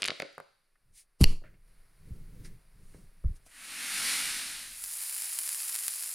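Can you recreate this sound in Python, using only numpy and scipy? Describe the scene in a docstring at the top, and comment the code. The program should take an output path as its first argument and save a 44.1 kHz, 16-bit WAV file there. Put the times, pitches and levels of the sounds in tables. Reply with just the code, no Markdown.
"""Sharp clicks and dull knocks, very close: a bench vise tightens on a plastic highlighter.
Fingers slide on the cap, which scrapes over its ridges and snaps off, thumping the bench.
The rig rumbles and bumps as it moves in, and a rush of hiss swells as a hot blade arrives.
The blade sinks into the wet felt tip: tiny ink bubbles burst in a sizzle and larger ones spit."""
import sys
import numpy as np
from scipy import signal
from scipy.fft import rfft, irfft, next_fast_len
from scipy.io import wavfile
from scipy.ndimage import uniform_filter1d

SR = 44100
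rng = np.random.default_rng(int(sys.argv[2]) if len(sys.argv) > 2 else 0)


def file_out(sig):
    """Save sig as 16-bit WAV at sys.argv[1]."""
    # one column per channel
    cols = np.atleast_2d(sig).T
    # limit, then scale
    lim = np.clip(cols, -1, 1)
    pcm = np.round(lim * 32767).astype(np.int16)
    wavfile.write(sys.argv[1], SR, pcm)


N = 270774
TIME = np.arange(N) / SR
FFT_SIZE = next_fast_len(N + SR)
BIN_HZ = np.maximum(np.arange(FFT_SIZE // 2 + 1) * SR / FFT_SIZE, 1)
REPEAT_S, RUSH_CREST_S = 0.02086, 4.0846

# clicks of the tightening vise: start_s, peak_db, lowpass_hz, t60_s
VISE_CLICKS = [(0.0209, -15.5, 9100, 0.012), (0.0307, -13.5, 4440, 0.005), (0.057, -16.5, 10300, .0045),
               (0.0636, -20, 11000, 0.0045), (0.0837, -13, 4350, 0.0088), (0.2008, -19, 5300, 0.009),
               (0.3802, -37.5, 1420, .022)]
# tone of the vise: freq_hz, gain_db
VISE_COLOUR = [(200, -16.5), (800, -18), (1300, -7.5), (2100, 2), (2800, 2.5), (4000, -1.5), (5500, -6.5),
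               (7800, -12), (9800, -6), (12500, -27.5), (16000, -32)]
# faint bright ticks of the screw thread: start_s, peak_db
THREAD_TICKS = [(0.021, -28.5), (0.057, -36), (0.0635, -38), (0.1665, -53), (0.1988, -36.5),
                (0.3295, -54.5), (0.381, -43)]
# dull knocks of vise and hand: start_s, peak_db, lowpass_hz, t60_s, repeat_gain
KNOCKS = [(0.02, -40, 900, 0.046, 1), (0.0879, -36, 900, 0.013, 0.1), (0.0963, -27.5, 1192, 0.013, .75),
          (0.2012, -25.5, 1560, 0.014, 0.72), (0.2288, -32, 1010, 0.021, 0.3),
          (0.38, -32.5, 1900, 0.033, 0.7), (1.4172, -53, 450, 0.087, 0.1), (1.4385, -49.5, 720, 0.088, 0),
          (1.538, -60.5, 699, 0.04, 0.02), (2.946, -43.5, 496, 0.057, 0.1), (3.2416, -43, 950, 0.029, 0.18),
          (3.464, -54, 1210, 0.058, 0)]
# tone of a knock: freq_hz, gain_db
KNOCK_COLOUR = [(60, -19), (150, -4.5), (380, -3), (600, 3), (850, -7.5), (1400, 0), (2500, -31),
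                (8000, -60.5)]
# small scuffs of hand and cap: start_s, peak_db, pitch_hz, t60_s
SCUFFS = [(0.755, -63, 1597, 0.03), (1.437, -53, 1840, 0.28), (1.54, -62, 2200, 0.087),
          (2.447, -51, 2000, 0.19), (2.447, -49, 5070, 0.13), (2.939, -54.5, 1750, 0.11)]

# pushes on the vise and the rig: centre_s, width_s, strength_db
PUSHES = [(0.9, .04, -70), (1.46, 0.086, -58), (1.71, .015, -71.5), (2.125, 0.068, -52), (2.3, .1, -56),
          (2.455, 0.073, -50), (2.81, 0.036, -58.5), (2.98, 0.057, -54), (3.19, .04, -75),
          (3.31, 0.032, -55), (4.02, 0.027, -62), (4.29, 0.024, -61), (4.65, 0.21, -69.5)]
# brief rubs of skin and gear: centre_s, width_s, level_db
RUBS = [(0.987, 0.026, -55.5), (2.46, 0.014, -57), (2.94, 0.085, -69), (3.365, 0.0096, -63),
        (3.47, 0.0082, -58.5)]
# bright tone of a rub: freq_hz, gain_db
RUB_COLOUR = [(500, -32), (1300, -15), (2200, 2), (3300, -1.5), (5000, 3.5), (7800, 3.5), (9500, 11.5),
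              (12000, -3), (16000, -12)]
# sub-bass sway of the rig: freq_hz, gain_db
SWAY_COLOUR = [(8, -2), (18, 10.5), (45, -5), (70, -24), (140, -49.5)]
# low rumble: freq_hz, gain_db
RUMBLE_COLOUR = [(30, -8.5), (65, 0.5), (120, 4), (170, 1), (230, -11), (450, -15), (700, -34.5),
                 (2000, -40.5)]
# hiss of the rig and the background: freq_hz, gain_db
HISS_COLOUR = [(200, 2.5), (500, 5.5), (800, 2), (1400, 5), (2200, 5), (3300, -5), (4600, 1), (6500, -8.5),
               (8000, -7), (9800, 4.5), (12000, -4.5), (13200, -10.5), (14500, -5), (16000, -22.5)]

# the cap slipping over its ridges: start_s, peak_db, t60_s
CAP_SLIPS = [(1.2065, -29.5, 0.015), (1.2111, -21, 0.024), (1.2165, -27.5, 0.0099), (1.2186, -21.5, .008),
             (1.2228, -23.5, 0.025), (1.2358, -18.5, .006), (1.2406, -12, .009)]
# tone of a slip: freq_hz, gain_db
SLIP_COLOUR = [(300, 6.5), (1200, -8.5), (1650, -16.5), (2800, -4.5), (3600, -11), (4600, -1.5),
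               (6500, -12.5), (9800, -1.5), (12500, -17), (16000, -24)]
# ringing modes of the cap: pitch_hz, level_db, t60_s
CAP_MODES = [(2060, -8.5, .009), (2480, -6.5, .008), (2782, 1, 0.0092), (3050, -8, .008), (3980, -6, .007),
             (4470, 1.5, 0.011), (4950, -7, 0.0085), (5660, -10, 0.011), (6900, -11, .005),
             (8740, -6, .005), (9500, -6, 0.004), (11950, -5, 0.0029)]
# hiss after the snap: freq_hz, gain_db
SNAP_TAIL_COLOUR = [(300, 4.5), (700, -3.5), (1200, -4), (1600, -14), (2200, -4), (2800, 2.5), (3600, -10),
                    (4600, -4), (6000, -7.5), (8000, -10), (10000, -7), (12000, -14), (14000, -32.5)]
# jolts through the bench: start_s, peak_db, lowpass_hz
BENCH_JOLTS = [(1.207, -8, 340), (1.222, -20.5, 210), (2.102, -32, 138.5), (3.2406, -18.2, 65),
               (3.29, -30, 80.8)]
# ringing modes of the bench: pitch_hz, level_db, t60_s
BENCH_MODES = [(52, -1, .1), (72, 0.5, 0.082), (101, -1, 0.068), (124, -2, .07), (182, -6, .065),
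               (280, -8, .045), (375, -5, 0.012)]
# slow swings of the microphone stand after the hardest jolts: start_s, pitch_hz, peak_db, t60_s
STAND_SWINGS = [(1.249, 13.5, -10.5, 0.33), (3.272, 24.4, -23, 0.19)]

# swells of the rush's body, edge and top: rise_s, fall_s, crest_db, rise_power, fall_power
RUSH_SWELLS = [(.65, 0.94, -36, 1.44, 1.98), (0.67, .86, -35, 2, 1.6), (0.7, 0.99, -33.5, 1.87, 1.87)]
# midrange body of the rush: freq_hz, gain_db
RUSH_BODY = [(100, -36), (165, -13), (270, -5.5), (400, -21), (750, -12), (1000, -10.5), (1400, -1.5),
             (2200, 3), (2900, -1), (3600, -16.5), (6000, -34), (14000, -50)]
# biting edge of the rush: freq_hz, gain_db
RUSH_EDGE = [(1500, -31.5), (2800, -6), (3500, -1), (4300, 0.5), (5300, -2.5), (6200, -6.5), (8000, -21),
             (14000, -45)]
# airy top of the rush: freq_hz, gain_db
RUSH_TOP = [(2500, -22), (5000, -14), (7200, -3.5), (8100, -5), (9400, 2.5), (10500, -2), (12200, -7.5),
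            (13200, -21), (14500, -10.5), (16000, -32)]

# envelope of the ink boiling at the blade: time_s, level_db
BOIL_ENVELOPE = [(4.7, -51.5), (4.856, -40), (5.012, -37.5), (5.208, -36.5), (5.606, -35.5), (6.03, -37.5),
                 (6.14, -38)]
# crisp tone of the sizzle, also used for the thread ticks: freq_hz, gain_db
SIZZLE_COLOUR = [(150, -47.5), (350, -30), (700, -21), (1500, -13), (2400, -9), (3400, -13), (5000, -5),
                 (6100, -10), (7300, -2.5), (8100, -4.5), (9900, 4), (12000, -3.5), (13200, -6.5),
                 (14500, -6.5), (16000, -21.5)]
# one faint tick as the blade nears, then the loud spits of boiling ink: start_s, peak_db
TICK_AND_SPITS = [(3.4642, -44), (4.8397, -15), (4.8418, -24), (5.0958, -15.5), (5.1657, -18),
                  (5.3888, -8.5), (5.4771, -14), (5.4912, -11), (5.529, -15), (5.547, -15), (5.6948, -15.5),
                  (5.7536, -11.5), (5.7613, -12), (5.7882, -14.5), (5.8815, -6.5), (6.0366, -16)]
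# tone of that tick and of the spits: freq_hz, gain_db
SPIT_COLOUR = [(80, -50), (200, -32), (700, -23.5), (1500, -12.5), (2400, -10.5), (3500, -13), (5000, -7.5),
               (6100, -11), (7300, -8.5), (9900, 1.5), (12000, -7.5), (13200, -8), (16000, -14)]

# stereo width of the noise layers and the fizz: freq_hz, side_over_mid_db
STEREO_WIDTH = [(60, -30), (200, -16), (400, -10), (700, -3.5), (1300, -10.5), (2400, -53.5), (8000, -20.5),
                (15000, -71.5)]
# workshop reverb decay (the negative last point only steepens the treble slope): freq_hz, t60_s
ROOM_T60 = [(100, 0.23), (600, 0.35), (1500, 0.56), (4000, 0.74), (7000, 1), (15000, -0.17)]
# tone of the reverb: freq_hz, gain_db
ROOM_COLOUR = [(100, -5), (550, 3.5), (900, -4), (1800, -2), (3500, -3), (5000, -2), (7000, -9.5),
               (15000, -7)]
# stereo width of the reverb: freq_hz, side_over_mid_db
ROOM_WIDTH = [(100, -7.5), (380, -2), (700, 1), (1300, -2), (2400, -7.5), (4400, -9.5), (8000, -6),
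              (15000, -13)]


def from_db(db):
    """Decibels to gain."""
    return 10 ** (np.asarray(db) / 20)


def unit_rms(x):
    """Scale to unit power."""
    return x / np.sqrt(np.mean(x ** 2) + 1e-20)


def at_hz(curve, hz):
    """Read a curve on a log-frequency axis."""
    freq_hz, value = np.transpose(curve)
    return np.interp(np.log(hz), np.log(freq_hz), value)


def butter(x, order, hz, kind="low"):
    """Butterworth filter, low-pass by default."""
    return signal.sosfilt(signal.butter(order, hz, kind, fs=SR, output="sos"), x)


def colour(x, spectrum):
    """Minimum-phase EQ, so attacks have no pre-ring."""
    cepstrum = irfft(np.log(from_db(at_hz(spectrum, BIN_HZ))), FFT_SIZE)
    cepstrum[1:FFT_SIZE // 2] *= 2
    cepstrum[FFT_SIZE // 2 + 1:] = 0
    return irfft(rfft(x, FFT_SIZE) * np.exp(rfft(cepstrum)), FFT_SIZE)[..., :N]


def stereo(mid, side):
    """Left and right from mid and side."""
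    return np.array([mid + side, mid - side])


def noise(spectrum):
    """A steady bed of coloured noise at unit power, widest in the low mids."""
    mid, side = rfft(rng.standard_normal((2, FFT_SIZE))) * from_db(at_hz(spectrum, BIN_HZ))
    side = side * from_db(at_hz(STEREO_WIDTH, BIN_HZ))
    return unit_rms(stereo(*irfft([mid, side], FFT_SIZE)[:, :N]))


def drift(rate_hz):
    """A random wobble at unit power."""
    knots = rng.standard_normal(N // 20)
    return unit_rms(np.interp(TIME * rate_hz, np.arange(len(knots)), knots))


def held(start_s, end_s, fade_db_per_s):
    """Full gain between two times, fading away on both sides."""
    outside_s = np.maximum(start_s - TIME, 0) + np.maximum(TIME - end_s, 0)
    return from_db(-fade_db_per_s * outside_s)


def bumps(rows):
    """An envelope of bell-shaped swells."""
    return sum(from_db(db) * np.exp(-0.5 * ((TIME - centre_s) / width_s) ** 2)
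               for centre_s, width_s, db in rows)


def response(spectrum):
    """The short answer of a body to one click."""
    return colour(np.ones(1), spectrum)[:SR // 10]


def crack(body, t60_s, grit):
    """A click and its dying burst of grit, heard through a body."""
    burst = grit * rng.standard_normal(len(body)) * from_db(-60 * TIME[:len(body)] / t60_s)
    burst[0] += 1
    return signal.fftconvolve(burst, body)[:len(body)]


def struck(modes, t):
    """A struck body: dying sines of alternating polarity."""
    return sum((-1) ** k * from_db(db - 60 * t / t60_s) * np.sin(2 * np.pi * hz * t)
               for k, (hz, db, t60_s) in enumerate(modes))


def place(track, start_s, sound, peak_db):
    """Drop a sound onto a track at a given peak level."""
    i = int(np.clip(round(start_s * SR), 0, N - 1))
    track[i:i + len(sound)] += (from_db(peak_db) * sound / np.abs(sound).max())[:N - i]


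def repeated(x, gain):
    """A sound with one short repeat."""
    lag, out = round(REPEAT_S * SR), x.copy()
    out[..., lag:] += gain * x[..., :-lag]
    return out


def room(x, decay_scale=1.0):
    """Workshop reverb, wet only: a diffuse stereo tail that dies band by band."""
    edges_hz, t, tail = np.geomspace(60, 16000, 12), TIME[:SR], 0
    for low, high in zip(edges_hz, edges_hz[1:]):
        hz = np.sqrt(low * high)
        mid, side = butter(rng.standard_normal((2, SR)), 2, [low, high], "band")
        band = stereo(mid, from_db(at_hz(ROOM_WIDTH, hz)) * side)
        fall_db = -60 * t / (decay_scale * at_hz(ROOM_T60, hz))
        tail = tail + band * from_db(at_hz(ROOM_COLOUR, hz) + fall_db)
    fade_in = np.minimum(t / 0.0073, 1)
    return signal.fftconvolve(x[None], unit_rms(tail * fade_in) / np.sqrt(SR), axes=1)[:, :N]


def vise_clicks():
    """The screw slips in sharp steps and its thread ticks, each heard twice."""
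    clicks, body, tick_body = np.zeros(N), response(VISE_COLOUR), response(SIZZLE_COLOUR)
    for start_s, peak_db, lowpass_hz, t60_s in VISE_CLICKS:
        place(clicks, start_s, butter(crack(body, t60_s, grit=0.36), 4, lowpass_hz), peak_db)
    for start_s, peak_db in THREAD_TICKS:
        place(clicks, start_s, crack(tick_body, t60_s=0.0045, grit=0.37), peak_db)
    reverb = from_db(-13.5) * room(clicks)
    # the vise still rings from the turn before
    ring = from_db(-54 - 83.5 * TIME) * (noise(VISE_COLOUR) + from_db(-0.5) * noise(KNOCK_COLOUR))
    return repeated(clicks, gain=0.73) + reverb + ring


def knocks():
    """Blunt contacts on the heavy casting and the bench."""
    hits, body = np.zeros(N), response(KNOCK_COLOUR)
    for start_s, peak_db, lowpass_hz, t60_s, repeat_gain in KNOCKS:
        knock = butter(crack(body, t60_s, grit=0.1), 2, lowpass_hz)
        place(hits, start_s, repeated(knock, repeat_gain), peak_db)
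    return hits + from_db(-13) * room(hits)


def scuffs():
    """Hand and cap scrape briefly: friction noise in one broad resonance."""
    scrapes, t = np.zeros(N), TIME[:SR // 4]
    for start_s, peak_db, pitch_hz, t60_s in SCUFFS:
        friction = butter(rng.standard_normal(len(t)), 2, [pitch_hz / 1.34, pitch_hz * 1.22], "band")
        place(scrapes, start_s, friction * from_db(-60 * t / t60_s), peak_db)
    return scrapes


def rig_handling():
    """The rig rumbles, sways and hisses as it is pushed and glides in; skin and gear rub briefly."""
    push = bumps(PUSHES)
    glide = held(start_s=1.68, end_s=3.44, fade_db_per_s=110)
    handled = held(start_s=0.91, end_s=4.9, fade_db_per_s=20)
    smeared_push = uniform_filter1d(push, int(0.18 * SR))   # the deep sway spreads around each push
    sway_gain = from_db(2.5) * smeared_push + from_db(-61.5) * glide + from_db(-72) * handled
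    sway = sway_gain * noise(SWAY_COLOUR)
    rumble = from_db(-1) * np.hypot(push, from_db(-72.5) * glide) * noise(RUMBLE_COLOUR)
    hiss = (from_db(-71.5) * glide + from_db(-33.5) * push) * noise(HISS_COLOUR)
    rubs = bumps(RUBS) * noise(RUB_COLOUR)
    return sway + rumble + hiss + rubs


def cap_pull(snap_s=1.2407, tail_hold_s=0.073):
    """The cap scrapes over its ridges and rings as it snaps free, trailing hiss and rumble."""
    clicks, body = np.zeros(N), response(SLIP_COLOUR)
    for start_s, peak_db, t60_s in CAP_SLIPS:
        place(clicks, start_s, crack(body, t60_s, grit=0.92), peak_db)
    place(clicks, snap_s, struck(CAP_MODES, TIME[:SR // 10]), peak_db=-5)
    sliding = held(CAP_SLIPS[0][0], CAP_SLIPS[-1][0], fade_db_per_s=1701.5)
    slide = from_db(-46.5) * sliding * noise(SLIP_COLOUR)
    reverb = from_db(-25) * room(clicks, decay_scale=0.45)
    tail_gain = from_db(-49) * (TIME > snap_s) * held(snap_s, snap_s + tail_hold_s, fade_db_per_s=254)
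    tail = tail_gain * (noise(SNAP_TAIL_COLOUR) + from_db(7.5) * noise(RUMBLE_COLOUR))
    return clicks + slide + reverb + tail


def bench_thumps():
    """Jolts ring the bench's low modes; the stand swings slowly after the hardest ones."""
    thumps, t = np.zeros(N), TIME[:SR // 2]
    bench = struck(BENCH_MODES, t)
    for start_s, peak_db, lowpass_hz in BENCH_JOLTS:
        place(thumps, start_s, butter(bench, 2, lowpass_hz), peak_db)
    for start_s, pitch_hz, peak_db, t60_s in STAND_SWINGS:
        attack = 1 - np.exp(-t * pitch_hz / 0.066)
        place(thumps, start_s, struck([(pitch_hz, 0, t60_s)], t) * attack, peak_db)
    return thumps + from_db(-16) * room(thumps)


def rush_swell(rise_s, fall_s, crest_db, rise_power, fall_power):
    """An envelope that climbs to the crest of the rush and falls back to silence."""
    rise = np.clip(1 + (TIME - RUSH_CREST_S) / rise_s, 0, 1)
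    fall = np.clip(1 - (TIME - RUSH_CREST_S) / fall_s, 0, 1)
    return from_db(crest_db) * rise ** rise_power * fall ** fall_power


def blade_rush(repeat_gain=0.67, surge_width_s=0.021):
    """Hiss swells over a little rumble as the blade arrives; a short repeat turns it slightly hollow."""
    body_gain, edge_gain, top_gain = [rush_swell(*row) for row in RUSH_SWELLS]
    body = body_gain * (noise(RUSH_BODY) + from_db(-34) * noise(RUMBLE_COLOUR))
    hiss = body + edge_gain * noise(RUSH_EDGE) + top_gain * noise(RUSH_TOP)
    surge_db = np.exp(-0.5 * ((TIME - RUSH_CREST_S) / surge_width_s) ** 2)   # 1 dB extra at the crest
    flutter_db = 0.6 * drift(rate_hz=150)
    return repeated(hiss * from_db(surge_db + flutter_db), repeat_gain) / np.hypot(1, repeat_gain)


def tick_and_spits(boil, max_per_s=30, over_boil_db=17, spread_db=1.5):
    """A faint tick as the blade nears; then larger bubbles crack, on cue and at random with the boil."""
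    cracks, body = np.zeros(N), response(SPIT_COLOUR)
    onsets = np.flatnonzero(rng.random(N) < max_per_s * boil / boil.max() / SR)
    peaks_db = 20 * np.log10(boil[onsets]) + over_boil_db + spread_db * rng.standard_normal(N)[onsets]
    for start_s, peak_db in [*TICK_AND_SPITS, *zip(TIME[onsets], peaks_db)]:
        place(cracks, start_s, crack(body, t60_s=0.0014, grit=0.055), peak_db)
    return cracks


def bubble_pops(per_s, spread_db):
    """Random bubble bursts of uneven size, as a mid and a side click train."""
    popped = rng.random((2, N)) < per_s / SR
    polarity = rng.choice([-1, 1], (2, N))
    size_db = spread_db * np.minimum(rng.exponential(1, (2, N)), 4)
    return popped * polarity * from_db(size_db)


def ink_sizzle():
    """Thousands of tiny ink bubbles burst on the hot steel over a bed of steam; a few spit loudly."""
    time_s, level_db = np.transpose(BOIL_ENVELOPE)
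    boil = from_db(np.interp(TIME, time_s, level_db)) * held(time_s[0], time_s[-1], fade_db_per_s=81)
    # each size of bubble sounds in its own band
    edges_hz = [150, 600, 1400, 2800, 5600, 10000, 17000]
    pops = sum(butter(bubble_pops(per_s=2600, spread_db=5), 2, [low, high], "band")
               for low, high in zip(edges_hz, edges_hz[1:]))
    pops += bubble_pops(per_s=700, spread_db=5.5)   # the sharpest crack across all bands
    mid, side = colour(pops, SIZZLE_COLOUR)
    fizz = unit_rms(stereo(mid, from_db(-3) * colour(side, STEREO_WIDTH)))
    steam = noise(SIZZLE_COLOUR)
    return boil * (0.8 * fizz + 0.6 * steam) + tick_and_spits(boil)


def scene():
    """The full mix over a faint bed of hiss and rumble."""
    bed = from_db(-79.5) * (noise(HISS_COLOUR) + from_db(-10.5) * noise(RUMBLE_COLOUR))
    bench_work = vise_clicks() + knocks() + scuffs() + cap_pull() + bench_thumps() + rig_handling()
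    return bed + bench_work + blade_rush() + ink_sizzle()


def record(dry):
    """A steep high cut at 16.1 kHz on the whole mix."""
    return signal.sosfilt(signal.ellip(10, 0.1, 80, 16100, fs=SR, output="sos"), dry)


dry = scene()
out = record(dry)
file_out(out)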